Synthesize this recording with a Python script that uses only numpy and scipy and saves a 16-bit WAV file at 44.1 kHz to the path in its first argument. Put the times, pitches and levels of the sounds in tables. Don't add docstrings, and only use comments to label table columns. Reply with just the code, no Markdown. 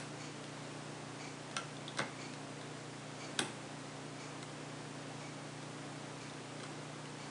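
import sys
import numpy as np
from scipy import signal
from scipy.fft import rfft, irfft, next_fast_len
from scipy.io import wavfile
from scipy.ndimage import map_coordinates

SR = 44100
rng = np.random.default_rng(int(sys.argv[2]) if len(sys.argv) > 2 else 0)


def wav_record(signal):
    frames = np.transpose(np.atleast_2d(signal))
    bounded = np.clip(frames, -1, 1)
    quanta = np.round(bounded * 32767).astype(np.int16)
    wavfile.write(sys.argv[1], SR, quanta)


N = 321930
TOP_HZ = 10120

# frequency in Hz, width in Hz, gain in dB.
VISE = [(144.3, 20, 14.5), (237, 31, 6.3), (337, 53, 6), (492, 123, 1.5), (866, 110, 2)]
BODY = [(1574, 115, 0), (1984, 100, -7.5), (2590, 155, -2.5), (3040, 100, -2)]
PLUG = [(553, 130, 4), (730, 100, -0.5), (1087, 114, 1), (1417, 110, 0.5), (1550, 110, 1.5), (2040, 56, 3),
        (2145, 48, 3.5)]
PIN = [(7700, 300, -8.5), (8130, 60, 3), (8270, 83, 0.5), (9730, 350, -7), (9910, 100, -2.5)]
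WRENCH = [(1140, 36, -3), (1354, 22, 8), (2200, 60, -10), (3238, 45, -0.5), (4000, 31, -5), (4320, 35, -3),
          (5730, 400, -13), (8970, 870, -12.5)]
TIP = [(3270, 250, 1), (3450, 240, 4), (3700, 300, 1)]
SHAFT = [(4140, 130, -5.5), (4960, 200, -6.5), (5400, 200, -6.5), (6260, 200, -9), (6620, 160, -12.5),
         (7200, 500, -18)]
# delay in seconds, gain in dB.
ECHOES = [(0.0107, -14), (0.0148, -15), (0.0254, -20.5), (0.0345, -21)]
# frequency in Hz, level over the direct sound in dB.
ROOM_GAIN = [(150, -0.4), (500, 2.5), (1500, -5), (2500, -0.5), (3700, -10.5), (6000, -6), (9000, -7.5)]

def contact(parts, grit, t60_s):
    metal = lambda f: sum(amp(db) * ring(modes, f) for modes, db in parts)
    surfaces = lambda f: sum(amp(db) * np.exp(-2j * np.pi * f * lag_s) for lag_s, db in ECHOES)
    click = filtered(blow(grit, t60_s), lambda f: metal(f) * bass_cut(f, corner_hz=118))
    reverb = filtered(room(click, onset_s=0.003), lambda f: amp(along(ROOM_GAIN, f)))
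    return click + filtered(click, surfaces) + reverb

def pick_rings(hz, tip_db, shaft_db, nominal_hz=3470):
    shifted = lambda modes: [(centre * hz / nominal_hz, width, db) for centre, width, db in modes]
    return [(shifted(TIP), tip_db), (shifted(SHAFT), shaft_db)]

# modes, gain in dB.
SNAP_RINGS = [(VISE, -12.5), (PLUG, -7)]
# start in seconds, level in dB, relative tip, pin, wrench and body in dB, pick pitch in Hz.
SNAPS = [(-.025, 1, -2, 1.5, -15, 0, 3420), (1.5664, 1.5, -6, -14, 3.5, -1, 3480),
         (1.5687, -9.5, -4, -17, -6, 8.5, 3420), (1.9859, -5, -1, -4, -7, -2, 3600),
         (1.9888, -7, 5, -2, -5, 0, 3650), (3.3904, 1.5, 6, 4, -4, -4, 3430),
         (3.3917, 3.5, 2, 4, -10, 3.5, 3480)]

def pin_snaps():
    track = np.zeros(N)
    for start_s, db, tip_db, pin_db, wrench_db, body_db, pick_hz in SNAPS:
        parts = SNAP_RINGS + pick_rings(pick_hz, tip_db, shaft_db=1)
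        parts += [(PIN, pin_db), (WRENCH, wrench_db), (BODY, body_db)]
        add(track, amp(db) * contact(parts, grit=0.38, t60_s=0.0074), start_s)
    return track

# modes, gain in dB.
KNOCK_RINGS = [(PLUG, 0.0), (BODY, -12.5), (TIP, -6.5), (SHAFT, -7), (PIN, -27), (WRENCH, -27)]
# start in seconds, level in dB, relative vise thud in dB, treble cutoff in Hz.
KNOCKS = [(1.9918, 4.5, -8.5, 8000), (2.0005, 3.5, -4, 4300), (2.005, -6, 1, 2000),
          (2.0157, -5.5, 2.5, 4200), (3.3943, -0.5, 3.5, 3000), (3.4145, -9.5, 6.5, 4000),
          (3.4225, -13, 5, 2500)]

def plug_knocks():
    track = np.zeros(N)
    for start_s, db, vise_db, cutoff_hz in KNOCKS:
        knock = contact(KNOCK_RINGS + [(VISE, vise_db)], grit=0.37, t60_s=0.013)
        add(track, amp(db) * filtered(knock, lambda f: treble_cut(f, cutoff_hz)), start_s)
    return track

# modes, gain in dB.
TOUCH_RINGS = [(PIN, -5.5), (WRENCH, -1)]
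# start in seconds, level in dB, relative tip, plug and body in dB, pick pitch in Hz.
TOUCHES = [(0.4406, -20, 7, 3, 3, 3470), (1.513, -16, 1, -10, -5, 3470), (1.768, -20, 3, -6, -3, 3470),
           (1.8797, -17, 13, -6, -6, 3420), (1.9734, -10.5, 4.5, 1, -2, 3590),
           (2.3369, -14.5, -6, 3, 3, 3470), (2.613, -20, 6, 0, 0, 3430), (4.428, -13, 2, -1, 0, 3950),
           (5.628, -20, 5, -4, -2, 3550), (6.2973, -19, 4, -6, -3, 3470), (6.336, -22, 5, -4, -3, 3470),
           (6.599, -22, 5, 1, 3, 3250), (6.604, -22.5, -3, 6, 0, 3500), (6.6330, -12.5, -3, -7, -6, 3300),
           (6.6377, -13, -7, -2, -8, 3280), (6.648, -26, -8, 9, 0, 3470), (7.056, -21, -6, 3, 10, 3400)]

def pick_touches():
    track = np.zeros(N)
    for start_s, db, tip_db, plug_db, body_db, pick_hz in TOUCHES:
        parts = TOUCH_RINGS + pick_rings(pick_hz, tip_db, shaft_db=2.5)
        parts += [(PLUG, plug_db), (BODY, body_db)]
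        add(track, amp(db) * contact(parts, grit=0.74, t60_s=0.022), start_s)
    return track

# frequency in Hz, width in Hz, gain in dB.
CLOCK_CASE = [(746, 80, -6.5), (1150, 130, -7.5), (2275, 160, -3), (3230, 1100, -18), (4450, 145, -6.5),
              (4780, 170, -13.5), (5300, 540, -16), (5980, 140, -13), (6440, 330, -11), (7200, 1400, -18.5)]
# time in seconds, level in dB.
CLOCK_LEVEL = [(3.2, 1.5), (6.0, -5), (7.2, -3.5)]
# offset in seconds, relative level in dB.
GEAR_RATTLE = [(-.015, -7), (0.001, -2.5), (0.013, -6), (0.038, -3.8)]

def wall_clock(first_s=0.2, period_s=0.9995):
    track = np.zeros(N)
    for step_s in np.arange(first_s, N / SR, period_s):
        step_db = np.interp(step_s, *np.transpose(CLOCK_LEVEL))
        for offset_s, stroke_db in GEAR_RATTLE:
            tick = filtered(blow(grit=0.8, t60_s=0.045), lambda f: ring(CLOCK_CASE, f))
            distant = 0.15 * tick + room(tick, onset_s=0.0017)
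            add(track, amp(step_db + stroke_db) * distant, step_s + offset_s)
    return track

HUM_ORDERS = [(-1, 2), (0, 1), (1, 0), (-1, 3), (0, 2), (1, 1), (2, 0), (-1, 4), (0, 3), (1, 2), (0, 4)]
HUM_DB = [-78.5, -60, -55, -63.5, -69, -57.5, -61, -66, -70.5, -76.5, -69]

def fan_motor(slot_hz=149.14, pull_hz=120, waver_db=0.6, drift_rad=0.057):
    t = np.arange(N) / SR
    hum = np.zeros(N)
    for (slot, pull), db in zip(HUM_ORDERS, HUM_DB):
        hz = slot * slot_hz + pull * pull_hz
        phase = 2 * np.pi * (hz * t + rng.random()) + drift_rad * wobble(2.6)
        hum += amp(db + waver_db * wobble(2.98)) * np.sqrt(2) * np.sin(phase)
    return hum

# frequency in Hz, relative density in dB.
AIR_SPECTRUM = [(25, -23.5), (70, -17.5), (105, -14), (135, -2.5), (180, -4), (240, -1.5), (350, 0),
                (700, -2), (1500, -7.5), (2700, -11.5), (4500, -15), (8000, -18), (10000, -21)]

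def fan_air(level_db=-49.5, waver_db=0.24):
    rush = filtered(rng.standard_normal(N), lambda f: amp(along(AIR_SPECTRUM, f)) * (f < TOP_HZ))
    rush /= np.sqrt(np.mean(rush ** 2))
    return amp(level_db + waver_db * wobble(4.65)) * rush

# frequency in Hz, time to fall 60 dB in seconds.
ROOM_T60 = [(150, 0.28), (1000, 0.42), (4000, 0.39), (10000, 0.45)]

def room(x, onset_s):
    hz, t, spectra = signal.stft(rng.standard_normal(len(x)), SR, nperseg=256)
    decay = amp(-60 * t / along(ROOM_T60, hz)[:, None])
    tail = signal.istft(spectra * decay, SR, nperseg=256)[1]
    tail *= 1 - np.exp(-(np.arange(len(tail)) / SR / onset_s) ** 2)
    return signal.fftconvolve(x, tail / np.linalg.norm(tail))[:len(x)]

def blow(grit, t60_s, size=12000):
    rasp = rng.standard_normal(size) * amp(-60 * np.arange(size) / SR / t60_s)
    force = grit * rasp / np.linalg.norm(rasp)
    force[0] += 1
    return force / np.linalg.norm(force)

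def ring(modes, f):
    return sum((-1) ** k * amp(db) * 1j * f * width / (hz * hz - f * f + 1j * f * width)
               for k, (hz, width, db) in enumerate(modes))

def bass_cut(f, corner_hz):
    s = 1j * f / corner_hz
    return s * s / (s * s + np.sqrt(2) * s + 1)

def treble_cut(f, corner_hz):
    s = 1j * f / corner_hz
    return 1 / (s * s + np.sqrt(2) * s + 1)

def filtered(x, response):
    size = next_fast_len(len(x) + 2048, real=True)
    return irfft(rfft(x, size) * response(np.fft.rfftfreq(size, 1 / SR)), size)[:len(x)]

def amp(db):
    return 10 ** (np.asarray(db) / 20)

def along(points, hz):
    knots_hz, values = np.transpose(points)
    return np.interp(np.log(hz + 1), np.log(knots_hz + 1), values)

def wobble(rate_hz):
    knots = rng.standard_normal(int(N * rate_hz / SR) + 4)
    return map_coordinates(knots, [np.arange(N) * rate_hz / SR])

def add(track, sound, start_s):
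    start = round(start_s * SR)
    part = sound[max(-start, 0):N - start]
    track[max(start, 0):][:len(part)] += part

def scene():
    background = fan_motor() + fan_air() + wall_clock()
    return (background + pick_touches() + pin_snaps() + plug_knocks())[None]

def record(dry):
    low_pass = lambda f: np.clip((TOP_HZ - f) / 150 + 0.5, 0, 1)
    return np.array([filtered(x, low_pass) for x in dry])

dry = scene()
out = record(dry)
wav_record(out)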